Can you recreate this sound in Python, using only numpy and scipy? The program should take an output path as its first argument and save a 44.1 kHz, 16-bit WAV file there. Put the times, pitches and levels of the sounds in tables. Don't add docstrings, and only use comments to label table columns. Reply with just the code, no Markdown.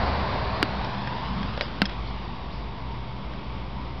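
import sys
import numpy as np
from scipy import signal
from scipy.fft import rfft, irfft
from scipy.io import wavfile
from scipy.ndimage import map_coordinates

SR = 44100
rng = np.random.default_rng(int(sys.argv[2]) if len(sys.argv) > 2 else 0)


def unload_audio(sound):
    columns = np.transpose(np.atleast_2d(sound))
    steps = np.round(np.clip(columns, -1, 1) * 32767)
    wavfile.write(sys.argv[1], SR, steps.astype(np.int16))


N = 4 * SR


def amp(db):
    return 10 ** (np.asarray(db) / 20)


def unit(x):
    return x / np.sqrt(np.mean(x ** 2) + 1e-20)


def curve(points, column=1):
    rows = np.array(points, float)
    return np.interp(np.arange(N) / SR, rows[:, 0], rows[:, column])


def add(mix, start_s, sound):
    part = mix[round(start_s * SR):][:len(sound)]
    part += sound[:len(part)]


def shaped(x, gain):
    return irfft(rfft(x) * gain(np.fft.rfftfreq(len(x), 1 / SR)), len(x))


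def noise(spectrum):
    hz, db = np.transpose(spectrum)
    white = rng.standard_normal(N)
    return unit(shaped(white, lambda f: amp(np.interp(np.log(f + 1), np.log(hz + 1), db))))


def band(hz, width_hz):
    return unit(shaped(rng.standard_normal(N), lambda f: 1 / (1 + ((f - hz) / (width_hz / 2)) ** 4)))


def drift(rate_hz):
    return band(0, 2 * rate_hz)


# frequency in Hz, relative density in dB.
TYRE_SPECTRUM = [(25, -13), (45, 3), (130, 0), (230, 1.5), (330, -7), (500, -3), (730, 0.5), (1080, 0.5),
                 (1280, -6.5), (2000, -11.5), (2800, -17.5), (4700, -17.5), (5500, -25.5)]
SLUSH_SPECTRUM = [(800, -13), (1500, -10.5), (2600, 3), (4000, -1.5), (5000, -8), (5800, -6)]
# time in seconds, level in dB.
TYRE_LEVEL_DB = [(0, -26), (.3, -28), (.65, -30.5), (1.1, -35), (1.4, -35.5), (1.7, -37.5), (2.1, -43.5),
                 (2.8, -49.5), (4, -65)]
SLUSH_LEVEL_DB = [(0, -44), (1, -41), (1.6, -42), (2, -46.5), (2.8, -54.5), (4, -57.5)]


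def leaving_car():
    roar = noise(TYRE_SPECTRUM) * amp(curve(TYRE_LEVEL_DB) + 0.6 * drift(rate_hz=42))
    slush = noise(SLUSH_SPECTRUM) * amp(curve(SLUSH_LEVEL_DB) + 1.2 * drift(rate_hz=25))
    return roar + slush


# time in seconds, delay in ms, gain in dB.
LONG_PATH = [(0, 2.2, -24), (0.398, 1.87, -16), (0.752, 1.38, -19), (1, 1.17, -9.5), (1.3, 0.97, -14.5),
             (1.45, 0.876, -11), (1.62, 0.59, -14), (1.799, .74, -18), (2, 0.86, -10), (2.249, 1.08, -5)]
SHORT_PATH = [(0, 0.51, -25), (.6, 0.47, -14.5), (1.1, 0.58, -15.5), (1.401, .6, -13), (2, 0.54, -18)]


def phasing_echoes(car):
    echoes = np.zeros(N)
    for path in (LONG_PATH, SHORT_PATH):
        read_index = np.arange(N) - curve(path) * SR / 1000
        delayed = map_coordinates(car, [read_index], order=3, mode="wrap")
        echoes += amp(curve(path, column=2)) * delayed
    return echoes


# frequency in Hz, relative level in dB, T60 in seconds.
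CASING_MODES = [(734, -15, 0.014), (1400, -7, 0.03), (1594, -8.5, 0.023), (2153, -20.5, 0.06),
                (2825, -7.5, 0.021), (3840, -16, 0.016), (4590, -7, 0.017), (4870, -6.5, 0.0066)]


def casing_click(db, snap_db, tilt_db_per_oct, pitch):
    contact_s, build_s = 0.00011, 0.0003
    ring_db, rattle_db, rattle_t60_s = -5, -12.5, 0.026
    t = np.arange(SR // 10) / SR
    u = t / contact_s
    contact = amp(snap_db) * np.e * u * (1 - u / 2) * np.exp(-u)
    ring = sum(amp(ring_db + mode_db - 60 * t / t60_s) * np.cos(2 * np.pi * hz * pitch * t)
               for hz, mode_db, t60_s in CASING_MODES)
    rattle = rng.standard_normal(len(t)) * amp(rattle_db - 60 * t / rattle_t60_s)
    click = contact + (ring + rattle) * (1 - np.exp(-t / build_s))
    padded = np.pad(click, (SR // 200, 0))
    return amp(db) * shaped(padded, lambda f: amp(tilt_db_per_oct * np.log2(np.clip(f, 900, 5500) / 2500)))


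def body_thump(hz, db, t60_s):
    rise_s, upper_ratio, upper_db = 0.00038, 1.3, -7
    t = np.arange(SR // 5) / SR
    phase = 2 * np.pi * hz * t
    decay = amp(-60 * t / t60_s)
    modes = np.sin(phase) * decay + amp(upper_db) * np.sin(upper_ratio * phase) * decay ** 2
    low_cut = signal.butter(2, 0.83 * hz, "high", fs=SR)
    return -amp(db) * signal.lfilter(*low_cut, modes * (1 - np.exp(-t / rise_s)))


# start in seconds, click level in dB, relative snap in dB, tilt in dB
# per octave, ring pitch factor, thump frequency in Hz, thump level in dB, thump T60 in seconds.
CAMERA_BUMPS = [(0.6285, -6.5, 10.5, 1, 0.99, 296, -12.5, 0.045),
                (1.5765, -23.5, 8.5, 3.5, 0.73, 560, -17, 0.016),
                (1.6105, -10, 8.5, 2, 1.36, 592, -21, 0.023),
                (1.8177, -13.5, -14, -10, 0.995, 200, -19, 0.024),
                (1.8187, -3.5, 8, 0.5, 0.95, 199, -14, 0.12)]
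# start in seconds, level in dB, tilt in dB per octave.
CASING_TICKS = [(.846, -24.5, 5.5), (1.074, -17, -4.5), (1.43, -19, -1), (1.619, -20.5, -2),
                (1.8544, -19, 7), (1.8556, -15.5, 2.5), (1.859, -20, 7), (1.895, -26, 0),
                (3.336, -27.5, -3)]


def camera_knocks():
    lead_in_s, thump_delay_s = 0.005, 0.0007
    out = np.zeros(N)
    for start_s, db, snap_db, tilt, pitch, thump_hz, thump_db, t60_s in CAMERA_BUMPS:
        add(out, start_s - lead_in_s, casing_click(db, snap_db, tilt, pitch))
        add(out, start_s + thump_delay_s, body_thump(thump_hz, thump_db, t60_s))
    for start_s, db, tilt in CASING_TICKS:
        add(out, start_s - lead_in_s, casing_click(db, snap_db=0, tilt_db_per_oct=tilt, pitch=1.14))
    return out


# start in seconds, length in seconds, centre in Hz, width in Hz, peak in dB.
FINGER_RUBS = [(1.276, 0.34, 188.4, 92, -30.5), (1.608, .075, 4900, 900, -42), (1.607, .04, 600, 400, -31),
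               (1.609, 0.097, 2300, 2200, -45), (1.884, 0.065, 2600, 2504, -41),
               (2.069, 0.053, 4457, 1600, -49), (2.505, 0.1604, 4740, 1579, -51.5)]


def finger_rubs():
    swell_share = 0.11
    out = np.zeros(N)
    for start_s, length_s, hz, width_hz, db in FINGER_RUBS:
        envelope = curve([(start_s, 0), (start_s + swell_share * length_s, 1), (start_s + length_s, 0)])
        out += amp(db) * band(hz, width_hz) * envelope
    return out


# frequency in Hz, relative density in dB.
HUSH_SPECTRUM = [(20, -20.5), (33, -16), (50, -1.5), (70, -7.5), (86, -16.5), (115, -12.5), (150, -11),
                 (190, -13), (260, -16.5), (340, -19), (460, -23), (720, -22.5), (900, -23), (1130, -23),
                 (1350, -28.5), (1750, -34.5), (2250, -28.5), (2700, -35), (3300, -31.5), (4150, -38.5),
                 (5000, -39), (6000, -41.5)]
# centre in Hz, width in Hz, base level in dB.
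RESONANCES = [(884, 22, -53.5), (920, 16, -52), (988.5, 14, -53), (1103, 150, -54.5), (198.6, 13, -50),
              (394.1, 11, -59)]
# time in seconds, gain in dB.
HUSH_GAIN_DB = [(0, -40.5), (2, -36), (2.8, -36.5), (3.15, -36.5), (4, -35)]
RESONANCE_GAIN_DB = [(0, -1.5), (.4, 9), (1.3, 7), (1.55, -9), (1.85, -4), (2.1, 0.5), (2.8, -0.5),
                     (4, 0.5)]


def distant_traffic():
    hush = noise(HUSH_SPECTRUM) * amp(curve(HUSH_GAIN_DB) + 0.5 * drift(rate_hz=7.8))
    singing = sum(amp(db) * band(hz, width_hz) for hz, width_hz, db in RESONANCES)
    return hush + amp(curve(RESONANCE_GAIN_DB)) * singing


def engine_hum(hz, db, waver=0.0095, flutter_db=0.4):
    cycles = np.cumsum(hz * (1 + waver * drift(rate_hz=7.4))) / SR
    return np.sqrt(2) * np.sin(2 * np.pi * cycles) * amp(db - flutter_db * drift(rate_hz=6.9))


# time in seconds, firing rate in Hz, level in dB.
NEAR_FIRING = [(0, 71.3, -28), (.18, 72.4, -30.5), (.35, 67.7, -37), (.7, 61.7, -36), (1.1, 56.6, -64),
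               (1.5, 57.4, -58)]
FAR_FIRING = [(0, 49, -40.5), (0.551, 51.7, -40.5), (1, 51.8, -46), (1.3, 53.7, -38.5), (1.801, 53, -38),
              (2.5, 53, -38.5), (2.75, 52.8, -44.5), (2.901, 61, -36), (3.08, 57.4, -55), (3.3, 58.6, -37),
              (3.6, 61.63, -37.5), (4, 63.3, -36.5)]
# time in seconds, level in dB.
HIGH_IDLE_DB = [(0, -41.5), (1.2, -41), (1.7, -46), (2.05, -41.5), (2.6, -50), (3, -37.5), (3.3, -47.5),
                (4, -42)]
LOW_IDLE_DB = [(0, -39.5), (.55, -37), (1.1, -49), (1.6, -51.5), (4, -63)]


def engines():
    moving = sum(engine_hum(curve(firing), curve(firing, column=2)) for firing in (NEAR_FIRING, FAR_FIRING))
    high_idle = engine_hum(hz=122.8, db=curve(HIGH_IDLE_DB))
    low_idle = engine_hum(hz=102.5, db=curve(LOW_IDLE_DB))
    return moving + high_idle + low_idle


def scene():
    traffic = distant_traffic()
    car = leaving_car()
    street = car + phasing_echoes(car) + traffic + engines()
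    return (street + camera_knocks() + finger_rubs())[None]


def low_pass(x, hz):
    return signal.oaconvolve(x, signal.firwin(401, hz, window=("kaiser", 9), fs=SR), "same")


def record(dry):
    edge_hz, slope_hz = 5310, 148
    dc_offset, clip_level = -0.0103, 0.71
    dull = shaped(dry[0], lambda f: 1 / np.sqrt(1 + np.exp(np.minimum((f - edge_hz) / slope_hz, 20))))
    clipped = np.clip(low_pass(dull, hz=6200) + dc_offset, -clip_level, clip_level)
    return low_pass(clipped, hz=16000)[None]


dry = scene()
out = record(dry)
unload_audio(out)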